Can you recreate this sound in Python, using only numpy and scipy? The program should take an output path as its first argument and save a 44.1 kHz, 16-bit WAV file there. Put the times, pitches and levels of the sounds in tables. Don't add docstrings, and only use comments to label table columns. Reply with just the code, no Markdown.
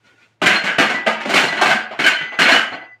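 import sys
import numpy as np
from scipy import signal
from scipy.io import wavfile
from scipy.ndimage import uniform_filter1d, minimum_filter1d

SR = 44100
rng = np.random.default_rng(int(sys.argv[2]) if len(sys.argv) > 2 else 0)


def dump(signal):
    limited = np.clip(np.atleast_2d(signal).T, -1, 1)
    pcm = np.round(limited * 32767).astype(np.int16)
    wavfile.write(sys.argv[1], SR, pcm)


N = 132300

# time_s, thud_db, knock_db, clang_db, clash_db, plate_ring_db, typical_bounce_gap_s
BLOW_LIST = [(0.416, -13.5, -15, -12, -26, -14, 0.0064), (0.458, -16.5, -17.5, -3, -19.5, -4, 0.0031),
             (0.501, -35, -44, -10.5, -43, -13, 0.0058), (0.527, -24, -19.5, -11, -30, -9.5, 0.0059),
             (0.637, -25, -20.5, -16, -30.5, -24, 0.0063), (0.664, -35, -24, -13.5, -35.5, -8.5, 0.006),
             (0.697, -37, -33, -31, -55, -23, 0.0059), (0.782, -10.5, -10, -3.5, -20.5, -13, 0.003),
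             (0.822, -39, -25, -13.5, -45, -26, 0.0067), (0.892, -26.5, -22, -15.5, -32.5, -25, 0.0057),
             (0.937, -25.5, -24, -26, -40, -18.5, 0.0061), (1.063, -32, -12.5, -10.5, -28.5, -11.5, 0.003),
             (1.202, -34.5, -30.5, -21.5, -40, -37, 0.006),
             (1.252, -22.5, -21.5, -20.5, -35.5, -26, 0.0062),
             (1.292, -22, -16.5, -13.5, -25.5, -17, 0.0063), (1.337, -19.5, -13, -7.5, -19.5, -10, 0.0031),
             (1.357, -18, -19, -5.5, -21, -10, 0.0059), (1.392, -20.5, -19, -23, -27.5, -13.5, 0.006),
             (1.432, -23.5, -17.5, -14, -28, -21, 0.0056), (1.522, -25.5, -22, -19, -37, -21.5, 0.0062),
             (1.567, -48, -19.5, -15.5, -37, -17, 0.006), (1.611, -21, -9, -10.5, -22, -12, 0.0029),
             (1.655, -22.5, -16, -10.5, -27, -9, 0.0062), (1.692, -20, -16.5, -11.5, -25, -14, 0.0055),
             (1.709, -39, -33, -13.5, -58.5, -8.5, 0.0063), (1.909, -46, -25.5, -28.5, -46.5, -26, 0.0066),
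             (1.989, -20, -21.5, -11.5, -28.5, -18, 0.0063), (2.039, -30, -20, -13, -25, -5, 0.0058),
             (2.061, -27, -20, -5, -25, 0.5, 0.0029), (2.207, -28.5, -32.5, -21.5, -43.5, -14.5, 0.006),
             (2.317, -44, -27.5, -25.5, -47, -29, 0.0064), (2.388, -21.5, -13.5, -5.5, -20.5, -8.5, 0.0061),
             (2.417, -18, -20.5, -11, -24, -8.5, 0.006), (2.454, -28, -21, -6.5, -36.5, -4.5, 0.006),
             (2.484, -25, -13.5, -8, -22.5, -11, 0.006), (2.517, -17.5, -15, -7.5, -21.5, -0.5, 0.003),
             (2.559, -32, -18.5, -11, -33.5, -9.5, 0.003), (2.719, -29, -25.5, -27.5, -46.5, -25, 0.0058)]
# low_hz, high_hz, body_t60_s, room_t60_s, room_db
CRASH_BANDS = [(106.5, 375, 0.13, 0.35, -4.5), (400, 1216, 0.064, 0.46, -3.5),
               (1237, 3070, 0.099, .44, -4.5), (3570, 14600, 0.39, 0.34, -0.5)]
# frequency_hz, level_db
CRASH_COLOUR = [(60, -12), (110, -21), (170, 2), (300, 3), (480, -6), (700, 5), (1050, -2), (1550, 1),
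                (2200, 2), (2900, -3), (3700, -0.5), (5000, -9.5), (7000, -12), (10000, -25),
                (15000, -31.5)]
# pitch_hz, level_db, t60_s
PLATE_TONES = [(1492, -11, 0.48), (1517, -10, .42), (1571, -10, .4), (1651, -10.5, 0.48),
               (1990, -21.5, 0.78), (2044, -15.5, 0.49), (2228, -11, 0.23), (2760, -17.5, 0.14),
               (2856, -18, 0.36), (3032, -17, 0.32), (3097, -16.5, 0.25), (4152, -24.5, 0.37),
               (4740, -36, 0.73), (7120, -35.5, .3)]
# pitch_hz, level_db, t60_s
STAND_TONES = [(170.3, -20, 0.27), (220.7, -13, 0.5), (389.5, -7, 0.31), (583, -3.5, 0.1), (668, -4, 0.31),
               (741, -9.5, 0.58), (1190, -30.5, 0.44)]
# start_s, pitch_hz, level_db, t60_s, waver_0_to_1
FREE_RINGS = [(0.558, 4200, -15, 0.17, 0.35), (0.946, 1975, -15.5, 0.46, 0),
              (1.482, 4160, -21.5, 0.13, 0.5), (1.49, 1975, -19, 0.47, .2), (1.52, 2980, -26.5, 0.49, 0.6),
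              (1.572, 4190, -28, 0.4, 0.56), (2.039, 3030, -10.5, 0.16, 0.8),
              (2.045, 4270, -20, 0.085, 0.63), (2.133, 4195, -24.5, 0.2, 0.65),
              (2.165, 3030, -21.5, 0.33, 0.65), (2.18, 2002, -25.5, 2.8, 0.13), (2.18, 6250, -55, 2.7, 0.2),
              (2.419, 4190, -17.5, 0.23, 0.4), (2.519, 4226, -10.5, 0.089, 0.1),
              (2.521, 2940, -12, 0.34, 0.9), (2.562, 2997, -13.5, 0.36, 0.8),
              (2.73, 4220, -35.5, 0.1, 0.74), (2.812, 1999, -30, 0.43, .2), (2.899, 1997, -39, 0.27, 0.2),
              (2.82, 3010, -50.5, 0.14, 0.63), (2.82, 4195, -53.5, 0.17, 0.7)]
# start_s, pitch_hz, width_hz, level_db
STAND_KNOCKS = [(1.067, 633, 169, -17), (1.616, 950, 400, -11)]
# start_s, level_db
STEEL_CRACKS = [(.464, -23), (.786, -27.5), (1.345, -30), (2.064, -20), (2.393, -27.5)]
# frequency_hz, level_db
STEEL_COLOUR = [(1500, -25.5), (3500, 0), (5500, -1.5), (8000, -6), (11000, -15), (15000, -20.5)]
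# time_s, level_db
RUB_LEVELS = [(0, -64), (.03, -59), (.07, -48.5), (.16, -55), (.225, -49.5), (.3, -56.5), (.4, -85)]
# frequency_hz, level_db
RUB_COLOUR = [(100, -13), (250, -3), (500, -7), (1000, -8.5), (1500, -11), (1900, -6), (2400, -7.5),
              (3300, -11), (5000, -16.5), (7000, -19), (10000, -32), (15000, -41)]
# frequency_hz, level_db
ROOM_COLOUR = [(30, -13), (120, 2), (400, -4.5), (2000, -12), (6000, -27.5), (15000, -47)]


def chatter(gap_s, count=5, first_bounce_db=-5.5, loss_db=2.5):
    blow_s = np.array(BLOW_LIST)[:, :1]
    gaps = gap_s[:, None] * rng.uniform(.3, 1.7, (len(blow_s), count))
    gaps[:, 0] = 0
    contact = np.arange(count)
    force = from_db((contact > 0) * (first_bounce_db - loss_db * (contact - 1)))
    direction = rng.choice([-1, 1], gaps.shape)
    return blow_s + np.cumsum(gaps, axis=1), force / np.linalg.norm(force) * direction


def crash(times, forces, level_db=-1.5, build_up_s=0.0033, rattle_db=2.0, rattle_hz=256):
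    t = np.arange(N // 4) / SR
    noise = coloured_noise(CRASH_COLOUR) * from_db(rattle_db * wobble(rattle_hz))
    bands, fades = [], []
    for low_hz, high_hz, body_t60, room_t60, room_db in CRASH_BANDS:
        bands.append(rms_one(band_pass(noise, low_hz, high_hz, order=4)))
        body_power = .5 * fade(t, body_t60) ** 2
        room_power = (from_db(room_db) * fade(t, room_t60)) ** 2
        fades.append(np.sqrt(body_power + room_power))
    bands = np.array(bands)
    envelopes = np.array(fades) * (1 - np.exp(-t / build_up_s))
    spots = rng.integers(0, N - len(t), len(BLOW_LIST))
    out = np.zeros(2 * N)
    for blow, contact_times, contact_forces, spot in zip(BLOW_LIST, times, forces, spots):
        band_gains = from_db(blow[1:5])
        hit = band_gains @ (bands[:, spot:spot + len(t)] * envelopes)
        for start, force in zip((contact_times * SR).astype(int), contact_forces):
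            out[start:start + len(t)] += force * hit
    return from_db(level_db) * out[:N]


def struck_metal(tones, times, forces, blow_db, spread_db=2.5, waver_hz=32):
    out = 0
    for k, (hz, db, t60) in enumerate(tones):
        chance_db = spread_db * (2 * rng.random(len(blow_db)) - 1.5)
        strength = from_db(blow_db + db + chance_db)
        taps = clicks(times, forces * strength[:, None])
        tone = band_pass(ring(taps, hz, t60), hz * .9, hz * 1.1, order=1)
        out = out + (-1) ** k * tone * (1 + wobble(waver_hz))
    return out / np.sqrt(2)


def free_rings(waver_hz=30, settle_s=2.945, settle_t60_s=0.087):
    out, t = np.zeros(N), np.arange(N) / SR
    echoes = (wobble(waver_hz) + 1j * wobble(waver_hz)) / np.sqrt(2)
    for start_s, hz, db, t60, depth in FREE_RINGS:
        span = slice(int(start_s * SR), int((start_s + 2 * t60) * SR))
        waver = (1 + depth * np.roll(echoes, rng.integers(N))[span]) / np.hypot(1, depth)
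        tone = np.imag(waver * np.exp(2j * np.pi * hz * t[span]))
        out[span] += from_db(db) * swell_and_fade(start_s, t60)[span] * tone
    return out * fade(np.maximum(t - settle_s, 0), settle_t60_s)


def hollow_knocks(t60_s=0.17):
    out = 0
    for start_s, hz, width_hz, db in STAND_KNOCKS:
        cluster = band_pass(rng.standard_normal(N), hz - width_hz / 2, hz + width_hz / 2)
        out = out + from_db(db) * swell_and_fade(start_s, t60_s) * rms_one(cluster)
    return out


def cracks(t60_s=0.12):
    envelope = sum(from_db(db) * swell_and_fade(start_s, t60_s) for start_s, db in STEEL_CRACKS)
    return envelope * coloured_noise(STEEL_COLOUR)


def shifting_plates(sing_db=-8, scrape_s=.228, scrape_width_s=.028, scrape_db=-56):
    t = np.arange(N) / SR
    sing = from_db(sing_db) * rms_one(ring(rng.standard_normal(N), hz=1443, t60_s=0.068))
    slip = from_db(scrape_db) * np.exp(-((t - scrape_s) / scrape_width_s) ** 2)
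    scrape = slip * rms_one(ring(rng.standard_normal(N), hz=2450, t60_s=.015))
    rub_s, rub_db = np.transpose(RUB_LEVELS)
    rub_level = np.interp(t, rub_s, from_db(rub_db), right=0)
    return rub_level * (coloured_noise(RUB_COLOUR) + sing) + scrape


def room_tone(air_db=-58.5, hum_hz=112, hum_db=-59.5):
    hum = np.sqrt(2) * np.sin(2 * np.pi * hum_hz * np.arange(N) / SR)
    return from_db(air_db) * coloured_noise(ROOM_COLOUR) + from_db(hum_db) * hum


def suppress_noise(x, threshold_db=-70.5, db_per_octave=-3, deepest_cut_db=-8, size=1024):
    hz, _, frames = signal.stft(x, SR, nperseg=size)
    power = uniform_filter1d(np.abs(frames) ** 2, size=3, axis=-1)
    power = uniform_filter1d(power, size=3, axis=-2)
    octaves = np.log2(np.maximum(hz, 100) / 1000)
    threshold = from_db(threshold_db + db_per_octave * octaves)[:, None] ** 2
    gain = np.maximum(power / (power + threshold), from_db(deepest_cut_db))
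    return signal.istft(frames * gain, SR, nperseg=size)[1][..., :N]


def limit(x, ceiling=1, window_s=.004):
    span = int(window_s * SR)
    gain = ceiling / np.maximum(np.abs(x), ceiling)
    return x * uniform_filter1d(minimum_filter1d(gain, span), span)


def from_db(db):
    return 10 ** (np.asarray(db) / 20)


def rms_one(x):
    return x / np.sqrt(np.mean(x ** 2) + 1e-20)


def band_pass(x, low_hz, high_hz, order=2):
    return signal.sosfilt(signal.butter(order, [low_hz, high_hz], "band", fs=SR, output="sos"), x)


def coloured_noise(colour):
    hz, db = np.transpose(colour)
    edges = np.geomspace(30, 18000, 29)
    white, out = rng.standard_normal((2, N)), 0
    for k, (low, high) in enumerate(zip(edges, edges[1:])):
        band_db = np.interp(np.log(low * high) / 2, np.log(hz), db)
        out = out + band_pass(white[k % 2], low, high) * from_db(band_db)
    return rms_one(out)


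def clicks(times, gains):
    samples = np.clip(times * SR, 0, N).astype(int)
    return np.bincount(samples.ravel(), np.ravel(gains), N + 1)[:N]


def ring(force, hz, t60_s):
    decay, angle = fade(1 / SR, t60_s), 2 * np.pi * hz / SR
    return signal.lfilter([0, np.sin(angle)], [1, -2 * decay * np.cos(angle), decay ** 2], force + 1e-18)


def fade(age_s, t60_s):
    return 10 ** (-3 * age_s / t60_s)


def swell_and_fade(start_s, t60_s, attack_s=0.001):
    age_s = np.maximum(np.arange(N) / SR - start_s, 0)
    return (1 - np.exp(-age_s / attack_s)) * fade(age_s, t60_s)


def wobble(hz):
    step = 16
    smoothing = signal.butter(2, hz, fs=SR / step, output="sos")
    slow = signal.sosfilt(smoothing, rng.standard_normal(2 * N // step))
    return np.interp(np.arange(N) / step, np.arange(N // step), rms_one(slow[-(N // step):]))


def scene(plates_db=-2, stand_db=-2.5):
    _, _, knock_db, _, _, ring_db, gap_s = np.transpose(BLOW_LIST)
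    times, forces = chatter(gap_s)
    plates = from_db(plates_db) * struck_metal(PLATE_TONES, times, forces, ring_db)
    stand = from_db(stand_db) * struck_metal(STAND_TONES, times, forces, knock_db) + hollow_knocks()
    blows = crash(times, forces) + cracks() + plates + stand
    return (blows + free_rings() + shifting_plates() + room_tone())[None]


def record(dry, low_cut_hz=70, high_cut_hz=15900):
    low_cut = signal.butter(2, low_cut_hz, "high", fs=SR, output="sos")
    high_cut = signal.ellip(12, .1, 80, high_cut_hz, fs=SR, output="sos")
    cleaned = suppress_noise(signal.sosfilt(low_cut, dry))
    return signal.sosfilt(high_cut, limit(cleaned))


dry = scene()
out = record(dry)
dump(out)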